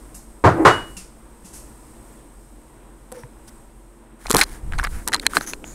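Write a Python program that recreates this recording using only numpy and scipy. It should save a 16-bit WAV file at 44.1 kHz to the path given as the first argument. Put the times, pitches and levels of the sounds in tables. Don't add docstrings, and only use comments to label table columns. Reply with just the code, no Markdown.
import sys
import numpy as np
from scipy import signal
from scipy.fft import rfft, irfft, next_fast_len
from scipy.io import wavfile
from scipy.ndimage import uniform_filter1d, map_coordinates

SR = 44100
rng = np.random.default_rng(int(sys.argv[2]) if len(sys.argv) > 2 else 0)


def output_pcm(signal):
    pcm = np.clip(np.atleast_2d(signal).T, -1, 1) * 32767
    wavfile.write(sys.argv[1], SR, np.round(pcm).astype(np.int16))


def convert_level_to_amplitude(level_db):
    exponent = np.asarray(level_db, float) / 20
    return 10 ** exponent


N = 253134

# (time [s], level [dB])
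AIR_STIR = [(0.0, -56), (0.48, -59.5), (0.64, -50.5), (0.91, -52.5), (1.12, -61), (1.39, -60), (1.66, -55),
            (3.01, -63), (3.56, -58.5), (3.74, -64.5), (4.25, -66.5), (4.38, -65), (4.75, -54.5),
            (4.99, -50.5), (5.37, -65), (5.5, -54.5), (5.62, -57), (5.74, -54)]
# (frequency [Hz], density [dB/Hz])
RUMBLE_SPECTRUM = [(8, -11), (16, 0), (30, -11.5), (43, 2), (62, 0), (75, -23.5), (100, -30.5), (200, -76)]
# (frequency [Hz], density [dB/Hz])
HUM_SPECTRUM = [(47, -55.5), (80, -27.5), (113, -3), (187, -12), (217, -3.5), (278, -7.5), (322, -2.5),
                (361, -9), (500, -12), (845, -15.5), (947, -12.5), (1170, -18), (4000, -34.5),
                (5200, -64.5), (8800, -120)]
# (frequency [Hz], density [dB/Hz])
HISS_SPECTRUM = [(1760, -38.5), (3000, -24.5), (4070, -13.5), (6300, -10.5), (8000, -4.5), (9500, -4.5),
                 (12000, -10.5), (15750, -17), (15950, -50)]
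# (frequency [Hz], level [dB], unsteadiness [1/s])
MOTOR_LINES = [(44, -48, 3.415), (103, -73.5, 27), (224, -60, 5), (340, -60, 8.3)]
# (frequency [Hz], level [dB])
WHINE_LINES = [(5152, -16), (8113, -16.5), (8166, -12.5), (8226, -0.5), (8285, -4.5)]
# (time [s], peel [dB], length [s], heel [dB], squeak [dB], brightness [dB/octave])
STEPS = [
    (0.143, -37, 0.021, -42.5, -60, 3),
    (0.967, -32, 0.017, -38, -39.5, -3),
    (1.444, -41.5, 0.031, -41, -67, -2),
    (1.529, -36, 0.036, -58, -71, 1.5),
]
# (frequency [Hz], density [dB/Hz])
PEEL_SPECTRUM = [(710, -54), (1200, -14.5), (1570, -13), (2230, -14), (2650, -8.5), (3180, -17),
                 (5470, -6.5), (8260, -0.5), (11600, -8), (15700, -24), (16000, -55)]
# (time [s], length [s], level [dB])
LIFTS = [
    (4.337, 0.035, -21),
    (4.628, 0.09, -27.5),
    (4.718, 0.07, -24),
    (4.785, 0.045, -27),
    (4.835, .07, -27),
    (4.91, .1, -28),
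]
# (time [s], level [dB], t60 [s])
SQUEEZES = [
    (4.302, -5, 0.03),
    (4.343, -13.5, 0.23),
    (5.06, -35, 2.7),
    (5.36, -19, 0.1),
]
# (time [s], length [s], level [dB], frequency [Hz])
CREAKS = [(4.414, 0.026, -30.5, 3960), (4.715, 0.05, -57, 3640), (4.785, 0.025, -44, 3440),
          (4.836, .024, -35, 4900), (4.73, .04, -53, 4500), (4.795, .035, -51, 5500),
          (5.16, .035, -55, 5000), (3.125, .12, -64, 2200), (4.91, .14, -57, 2200),
          (4.855, .028, -48.5, 3860), (5.072, 0.031, -44, 4030), (5.118, 0.045, -40, 4114),
          (5.251, 0.026, -45.5, 4400), (5.226, .02, -52.5, 3500)]
# (time [s], length [s], level [dB], frequency [Hz])
SLIDES = [(4.189, 0.31, -54.5, 8910), (4.352, .02, -41, 8500), (4.368, 0.052, -28.5, 7920),
          (4.415, .033, -42, 6000), (4.445, 0.17, -54, 8900), (5.293, .085, -49, 8600),
          (5.341, 0.052, -36.5, 8370), (5.372, .02, -41, 8500), (5.39, 0.085, -49.5, 6100)]
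# (time [s], length [s], level [dB], frequency [Hz])
SQUEAKS = [
    (3.13, 0.14, -59, 5650),
    (3.478, 0.022, -53, 5630),
    (5.415, .0334, -42.5, 6400),
    (5.462, 0.062, -34, 6230),
    (5.51, 0.045, -46.5, 6300),
    (5.638, 0.14, -45.5, 6860),
]
# (time [s], length [s], level [dB], frequency [Hz])
BRUSHES = [
    (3.118, 0.14, -63, 9060),
    (3.472, 0.028, -56, 9430),
    (4.888, 0.14, -55, 9700),
    (5.21, 0.034, -53, 9070),
    (5.24, 0.033, -56, 9500),
]
# (frequency [Hz], density [dB/Hz])
SKIN_SPECTRUM = [(1760, -43), (3000, -11), (4500, -11), (7000, -9), (10400, -7), (13000, -16), (15700, -15),
                 (16000, -45)]
# (frequency [Hz], density [dB/Hz])
CASE_SPECTRUM = [(300, -58), (700, 4.5), (1100, 3.5), (1600, 7.5), (2200, 1), (3000, -11.5), (5000, -49.5)]
# (time [s], level [dB], frequency [Hz])
KNOCKS = [(3.2347, -30, 1900), (4.2542, -27, 1190), (4.2585, -17, 1050), (4.2833, -21, 1080),
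          (4.343, -8, 1400), (4.3561, -2, 1014), (4.3612, -5.5, 1080), (4.556, -29.5, 930),
          (4.7228, -16, 1350), (4.7348, -15, 1640), (4.7905, -7.5, 1430), (4.7968, -5, 1500),
          (4.83, -14, 1200), (4.832, -12.5, 1200), (4.8476, -7, 1700), (4.871, -13, 1432),
          (5.0718, -19.5, 905), (5.1405, -8, 1300), (5.1535, -10, 1220), (5.3344, -14, 1300),
          (5.411, -10, 1050), (4.7415, -24, 1500), (5.0955, -24, 1500), (5.1205, -17, 1500),
          (5.228, -27, 1300)]
# (time [s], knock [dB], crack [dB], length [s])
CRACKS = [(3.1183, -29.5, -28, 0.00055), (3.1225, -27, -26.5, 0.0025), (4.2915, -40, -27, 0.0004),
          (4.298, -20, -13, 0.0012), (4.301, -20, -24, .001), (4.3055, -4, -8, 0.00068),
          (4.312, -6, -3, 0.0024), (4.3295, -17, -13, 0.002), (4.3385, -22, -23, 0.001),
          (4.342, -20, -20, .001), (4.3235, -30, -22, .001), (4.3463, -1, -5, 0.0016),
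          (4.36, -20, -15, .0008), (4.3667, -8, -0.5, 0.0017), (4.4045, -10, -9, 0.0011),
          (4.434, -29, -9, 0.0016), (4.8378, -44.5, -20, 0.002), (4.8415, -40, -21, .002),
          (4.723, -40, -33, .001), (4.869, -40, -30, .001), (5.076, -12.5, -8.5, 0.0018),
          (5.0843, -22, -11, .0012), (5.12, -30, -28, .0012), (5.1405, -30, -17, .001),
          (5.154, -40, -24, .0008), (5.335, -20, -24, .0015), (5.343, -40, -28, .0008),
          (5.697, -50, -42, .0008), (5.4175, -43, -29, 0.00091)]
# (time [s], knock [dB], knock [Hz], port [dB], length [s])
POPS = [(4.267, -23.5, 2420, -16.5, 0.0042), (4.3225, -17, 1900, -12, 0.002), (4.3912, -16, 1500, -9, .003),
        (4.4122, -0.5, 2266, 5, 0.0041), (4.4141, -1, 2150, 1, 0.0066), (5.13, -12, 1590, -6.5, .0011),
        (5.1351, -2, 1900, -2, 0.0029), (5.1445, -6, 1670, 3.5, .0018), (5.163, -24, 2400, -13, .001),
        (5.6418, -18, 850, -50, .0013), (5.5345, -13, 2600, -16, .0015), (4.7815, -30, 2200, -24, .001),
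        (4.423, -14, 2000, -7, .0015), (4.428, -14, 1900, -9, .0015), (4.438, -18, 1800, -9, .002),
        (5.2654, 2.5, 2160, 7, 0.0017), (5.3688, 6.5, 1520, 0, 0.0015), (5.5342, -17, 1000, -17, 0.0015),
        (5.197, -20, 2200, -11, 0.0022), (4.7862, -16, 2200, -12, 0.002), (5.41, -20.5, 1750, -15, 0.00097)]
# (time [s], level [dB], frequency [Hz], t60 [s])
BUMPS = [(3.119, -33, 504, 0.076), (3.148, -40, 505, 0.12), (3.125, -40, 760, .05), (3.168, -37, 495, 0.15),
         (3.195, -41, 490, 0.12), (3.118, -38, 230, .08), (3.122, -42, 960, .04), (3.17, -51, 900, .15),
         (3.235, -36, 960, .02), (3.25, -46, 480, .1), (5.146, -19, 4150, .028), (5.371, -25, 4150, .025),
         (5.536, -37, 4150, .02), (4.418, -18, 4100, .025), (4.436, -22, 4150, .015), (5.075, -35, 90, .08),
         (5.145, -33, 75, .08), (5.333, -30, 250, .03), (5.533, -28, 420, .02), (4.783, -24, 800, .015),
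         (4.39, -20, 800, .05), (4.412, -14, 1500, .025), (5.09, -34, 900, .06), (5.152, -26, 950, .04),
         (3.236, -29, 126, 0.07), (4.306, -15, 448, 0.031), (4.341, 7, 295, 0.0057), (4.348, 0, 495, 0.01),
         (4.357, -21, 331, .015), (4.361, -2.5, 202, 0.016), (4.362, -21, 59.6, 0.071),
         (5.266, -9.5, 973, 0.007), (5.369, -8, 700, 0.012), (5.371, -32, 294, 0.096)]
# (time [s], strength [dB], shudder [s], brightness [dB/octave], shudder [dB])
BLOWS = [
    (0.4397, -4.5, 0.067, -1.5, -10),
    (0.65, -1.5, 0.056, 1.5, -8),
]
# (frequency [Hz], level [dB], t60 [s])
COUNTER_MODES = [(88, -2.5, 0.37), (122.6, -5.5, .27), (162.1, -4.5, .2), (314, -7.5, .2), (380.4, -1, .22),
                 (432, 1, 0.2), (509, -2.5, .19), (630.4, -3.5, 0.18), (790, -8, 0.13), (939.5, -1.5, 0.21),
                 (1042, -1, .18), (1209, -2.5, 0.11), (1310, -4.5, .14), (1447, -2, .12), (1600, -10, .12),
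                 (1750, -8, 0.11)]
# (frequency [Hz], density [dB/Hz])
THUD_SPECTRUM = [(35, -44.5), (60, -20), (108, -1), (212, -11), (448, -2), (767, -3), (1040, -3),
                 (1500, -4.5), (1900, -12), (2500, -22), (3340, -26.5), (8920, -36.5), (16000, -57)]
# (frequency [Hz], t60 [s])
KITCHEN_T60 = [(100, 0.62), (500, 0.33), (1500, 0.37), (4000, 0.37), (12000, 0.32)]
# (time [s], length [s], level [dB])
ROCKING = [
    (0.534, 0.036, -25),
    (0.562, 0.04, -22.5),
    (0.584, 0.061, -19),
    (0.65, 0.19, -42.5),
    (.7, 0.38, -56),
]
# (frequency [Hz], density [dB/Hz])
ROLL_SPECTRUM = [(100, -53.5), (220, -16), (310, 8.5), (380, -1.5), (480, -7.5), (900, -11.5),
                 (1500, -25.5), (2200, -31), (5000, -72)]
# (frequency [Hz], level [dB], t60 [s])
MUG_MODES = [(2914, -30, .42), (7360, -49.5, .33), (7790, -53, .3), (9092, -48.5, .45), (9679, -55, .39),
             (12580, -57, .19), (14010, -62, .2)]
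# (time [s], level [dB], upper modes [dB])
LET_GO = [
    (0.497, -22, 24),
    (0.652, 5.5, -5),
    (0.708, 5.5, 2),
]

GRAB_S = 4.25
PORT_HZ, PORT_WIDTH_HZ = 4150, 190


def unit(x):
    return x / np.sqrt(np.mean(x ** 2) + 1e-20)


def along(points, hz):
    f, v = np.transpose(points)
    return np.interp(np.log(hz + 1), np.log(f + 1), v)


def curves(rows):
    s, *cols = np.transpose(rows)
    return [np.interp(np.arange(N) / SR, s, c) for c in cols]


def wobble(rate):
    return map_coordinates(rng.standard_normal(int(N * rate / SR) + 4), [np.arange(N) * rate / SR])


def filtered(x, response):
    m = next_fast_len(len(x) + 4096)
    return irfft(rfft(x, m) * response(np.fft.rfftfreq(m, 1 / SR)), m)[:len(x)]


def noise(spectrum, size=N):
    return unit(filtered(rng.standard_normal(size), lambda hz: convert_level_to_amplitude(along(spectrum, hz))))


def peak(hz, width_hz):
    return lambda f: 1j * f * width_hz / (hz * hz - f * f + 1j * f * width_hz)


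def ring(hz, db, t60, t):
    return convert_level_to_amplitude(db - 60 * t / t60) * np.sin(2 * np.pi * hz * t)


def stroke(length_s, power):
    return np.sin(np.pi * np.linspace(0, 1, int(length_s * SR))) ** power


def top(x):
    return x / np.abs(x).max()


def add(track, s, x):
    part = track[round(s * SR):][:len(x)]
    part += x[:len(part)]


def echo(x):
    hz, t, z = signal.stft(rng.standard_normal(SR // 2), SR, nperseg=256)
    decay = convert_level_to_amplitude(-60 * t / along(KITCHEN_T60, hz)[:, None])
    tail = signal.istft(z * decay, SR, nperseg=256)[1]
    return signal.fftconvolve(x, tail / np.linalg.norm(tail))


def kitchen():
    still_db = -60
    rumble_db, rumble_grows = -43, 1
    hum_db, hum_grows = -49.5, 0.4
    whine_db, whine_grows, palm_db = -62.5, 1, -2.5
    hiss_db, = curves(AIR_STIR)
    stir_db = hiss_db - still_db
    t = np.arange(N) / SR
    bed = convert_level_to_amplitude(rumble_db + rumble_grows * stir_db - 7.5 + 0.7 * wobble(6)) * noise(RUMBLE_SPECTRUM)
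    bed += convert_level_to_amplitude(hum_db + hum_grows * stir_db + 1.1 * wobble(7)) * noise(HUM_SPECTRUM)
    bed += convert_level_to_amplitude(hiss_db + 0.74 * wobble(11)) * noise(HISS_SPECTRUM)
    for hz, db, rate in MOTOR_LINES:
        bed += convert_level_to_amplitude(db + 2 + wobble(rate)) * np.sin(2 * np.pi * hz * t + wobble(rate))
    whine_level_db = whine_db + whine_grows * np.minimum(stir_db, 3) + palm_db * (t > GRAB_S)
    for hz, db in WHINE_LINES:
        tone = convert_level_to_amplitude(db + 1.5 * wobble(5)) * np.sin(2 * np.pi * hz * t + 2.2 * wobble(6))
        bed += convert_level_to_amplitude(whine_level_db + 1.5) * tone
    return bed


def feet():
    peel_rise = 7.7
    out, t = np.zeros(N), np.arange(6000) / SR
    for s, db, length, heel_db, squeak_db, tilt in STEPS:
        colour = [(f, g + tilt * np.log2(max(f, 4000) / 7000)) for f, g in PEEL_SPECTRUM]
        swell = (1 - np.exp(-t / (peel_rise * length ** 2))) * np.exp(-t / length)
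        peel = convert_level_to_amplitude(db) * swell * noise(colour, size=6000)
        jitter = np.cumsum(rng.normal(0, .06, len(t)))
        squeak = convert_level_to_amplitude(squeak_db - 60 * t / .16) * np.sin(2 * np.pi * (2760 * t - 1000 * t * t) + jitter)
        add(out, s, peel + squeak + ring(187.6, heel_db, 0.28, t))
        add(out, s + .003, convert_level_to_amplitude(-0.5) * echo(peel))
    return out


def hand():
    tremor_db, settle_db_per_s, grip_db = -35, 8.5, -47.5
    t = np.arange(N) / SR
    held = np.clip((t - GRAB_S) / 0.017, 0, 1)
    swing = convert_level_to_amplitude(tremor_db - settle_db_per_s * (t - GRAB_S)) * held
    press = convert_level_to_amplitude(grip_db) * held
    for s, length, db in LIFTS:
        add(swing, s, convert_level_to_amplitude(db) * stroke(length, power=0.42))
    for s, db, t60 in SQUEEZES:
        add(press, s, convert_level_to_amplitude(db - 60 * t / t60) * (1 - np.exp(-t / 0.0023)))
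    sway = swing * noise([(3, 4), (10, -14), (25, 7), (48, 2), (90, -10), (200, -21), (600, -79)])
    grip = press * convert_level_to_amplitude(-5.5) * noise([(80, -52), (170, -2.5), (300, 2.5), (500, -3.5), (900, -43), (2000, -69)])
    return sway + grip


def friction(length_s, hz, wide_db, body_db):
    count = int(length_s * SR)
    swell = stroke(length_s, power=0.6) * np.linspace(1, 0, count) ** 0.4
    grains = unit(uniform_filter1d(rng.standard_normal(count), size=40))

    def band(centre_hz):
        narrow = filtered(rng.standard_normal(count), peak(centre_hz, 600))
        return unit(filtered(narrow, peak(centre_hz, 1200)))

    rub = band(hz)
    if 5e3 < hz < 6.6e3:
        rub += convert_level_to_amplitude(-5) * (band(1.73 * hz) + .45 * band(1.62 * hz) + .35 * band(2.25 * hz))
    rub += convert_level_to_amplitude(wide_db) * noise(SKIN_SPECTRUM, size=count)
    rub += convert_level_to_amplitude(body_db) * noise(CASE_SPECTRUM, size=count)
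    return convert_level_to_amplitude(3 * grains + 0.3) * swell * rub


def fingers():
    out = np.zeros(N)
    # (rows, wide hiss dB, body dB) over the squeak
    kinds = [(CREAKS, -9, 12), (SLIDES, 6, 7), (SQUEAKS, -5, -6), (BRUSHES, 8, 1)]
    for rows, wide_db, body_db in kinds:
        for s, length, db, hz in rows:
            add(out, s, convert_level_to_amplitude(db) * friction(length, hz, wide_db, body_db))
    return out


def contacts():
    knocks = [(s, db, hz, db - 17, db - 23, .0013) for s, db, hz in KNOCKS]
    cracks = [(s, db, 1154, 1.93 * crack_db + 1.5, crack_db, length) for s, db, crack_db, length in CRACKS]
    pops = [(s, db, hz, port_db, port_db - 13.5, length) for s, db, hz, port_db, length in POPS]
    return knocks + cracks + pops


def snaps():
    out, t = np.zeros(N), np.arange(2500) / SR
    soft = 1 - np.exp(-t / 0.00019)
    for s, db, hz, port_db, crack_db, length in contacts():
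        burst = np.exp(-(t / length) ** 2) * (1 - np.exp(-t / 0.000086))
        slips = rng.standard_normal(len(t)) * burst
        rattle = top(filtered(slips, lambda f: peak(hz, 1300)(f) ** 3))
        knock = soft * ring(hz, 0, 0.0052 + 2.9 * length, t) + 0.75 * rattle
        wide = filtered(filtered(slips, peak(PORT_HZ, 2200)), peak(PORT_HZ, 2300))
        port = top(wide) + 0.3 * top(filtered(wide, peak(PORT_HZ, PORT_WIDTH_HZ)))
        crack = filtered(slips, lambda f: peak(7500, 9000)(f) ** 2
                         / (1 - (f / 11500) ** 2 + 0.8j * f / 11500) ** 2)
        add(out, s, convert_level_to_amplitude(db - 5.0) * top(knock))
        add(out, s, convert_level_to_amplitude(port_db - 7.5) * top(port))
        add(out, s, convert_level_to_amplitude(crack_db + 0.94) * top(crack))
    t = np.arange(SR // 4) / SR
    for s, db, hz, t60 in BUMPS:
        add(out, s, (1 - np.exp(-t * hz)) * ring(hz, db + 6.5, t60, t))
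    return out


def blows():
    out, t = np.zeros(N), np.arange(SR // 2) / SR
    for s, db, shudder_s, tilt, shudder_db in BLOWS:
        slope = lambda hz: tilt * np.log2(np.clip(hz, 60, 4000) / 700)
        colour = [(f, g + slope(f)) for f, g in THUD_SPECTRUM]
        board = np.zeros(len(t))
        for hz, level_db, t60 in COUNTER_MODES:
            swing = 1 - np.exp(-t * hz / 0.54)
            board += swing * ring(hz, level_db + slope(hz) + rng.normal(0, 1.5), t60, t)
        fading = np.exp(-(t / shudder_s) ** 3) * (1 - np.exp(-t / 0.0043))
        click = filtered(np.arange(2048) == 1024, lambda hz: convert_level_to_amplitude(along(colour, hz)) * (hz > 70))
        room = echo(click / np.linalg.norm(click))[1024:][:len(t)]
        add(out, s, convert_level_to_amplitude(db - 9.5) * board)
        add(out, s, convert_level_to_amplitude(shudder_db) * fading * noise(colour, size=len(t)))
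        add(out, s, convert_level_to_amplitude(db + 24.5) * room * (1 - np.exp(-t / 0.00098)))
    return out


def rocking():
    out = np.zeros(N)
    for s, length, db in ROCKING:
        swell = stroke(length, power=0.53)
        roll = convert_level_to_amplitude(db) * swell * noise(ROLL_SPECTRUM, size=len(swell))
        add(out, s, roll)
        add(out, s + 0.0033, convert_level_to_amplitude(-2.5) * echo(roll))
    return out


def mug():
    out, t = blows() + rocking(), np.arange(SR // 2) / SR
    for s, db, upper_db in LET_GO:
        tones = np.zeros(len(t))
        for hz, level_db, t60 in MUG_MODES:
            mode_db = level_db + upper_db * (hz > 9500) - 60 * t / t60
            tones += convert_level_to_amplitude(mode_db) * np.sin(2 * np.pi * hz * (t + s))
        add(out, s, convert_level_to_amplitude(db) * (1 - np.exp(-t / 0.015)) * tones)
    return out


def scene():
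    return (kitchen() + feet() + hand() + fingers() + snaps() + mug())[None]


def top_cut(x):
    return signal.sosfilt(signal.butter(12, 16480, fs=SR, output="sos"), x)


def record(dry):
    x = dry / (1 + np.abs(dry / .97) ** 10) ** (1 / 10)
    x = filtered(x[0], lambda hz: (hz < 16450) / (1 + (hz / 16150) ** 30))[None]
    return top_cut(x)


dry = scene()
out = record(dry)
output_pcm(out)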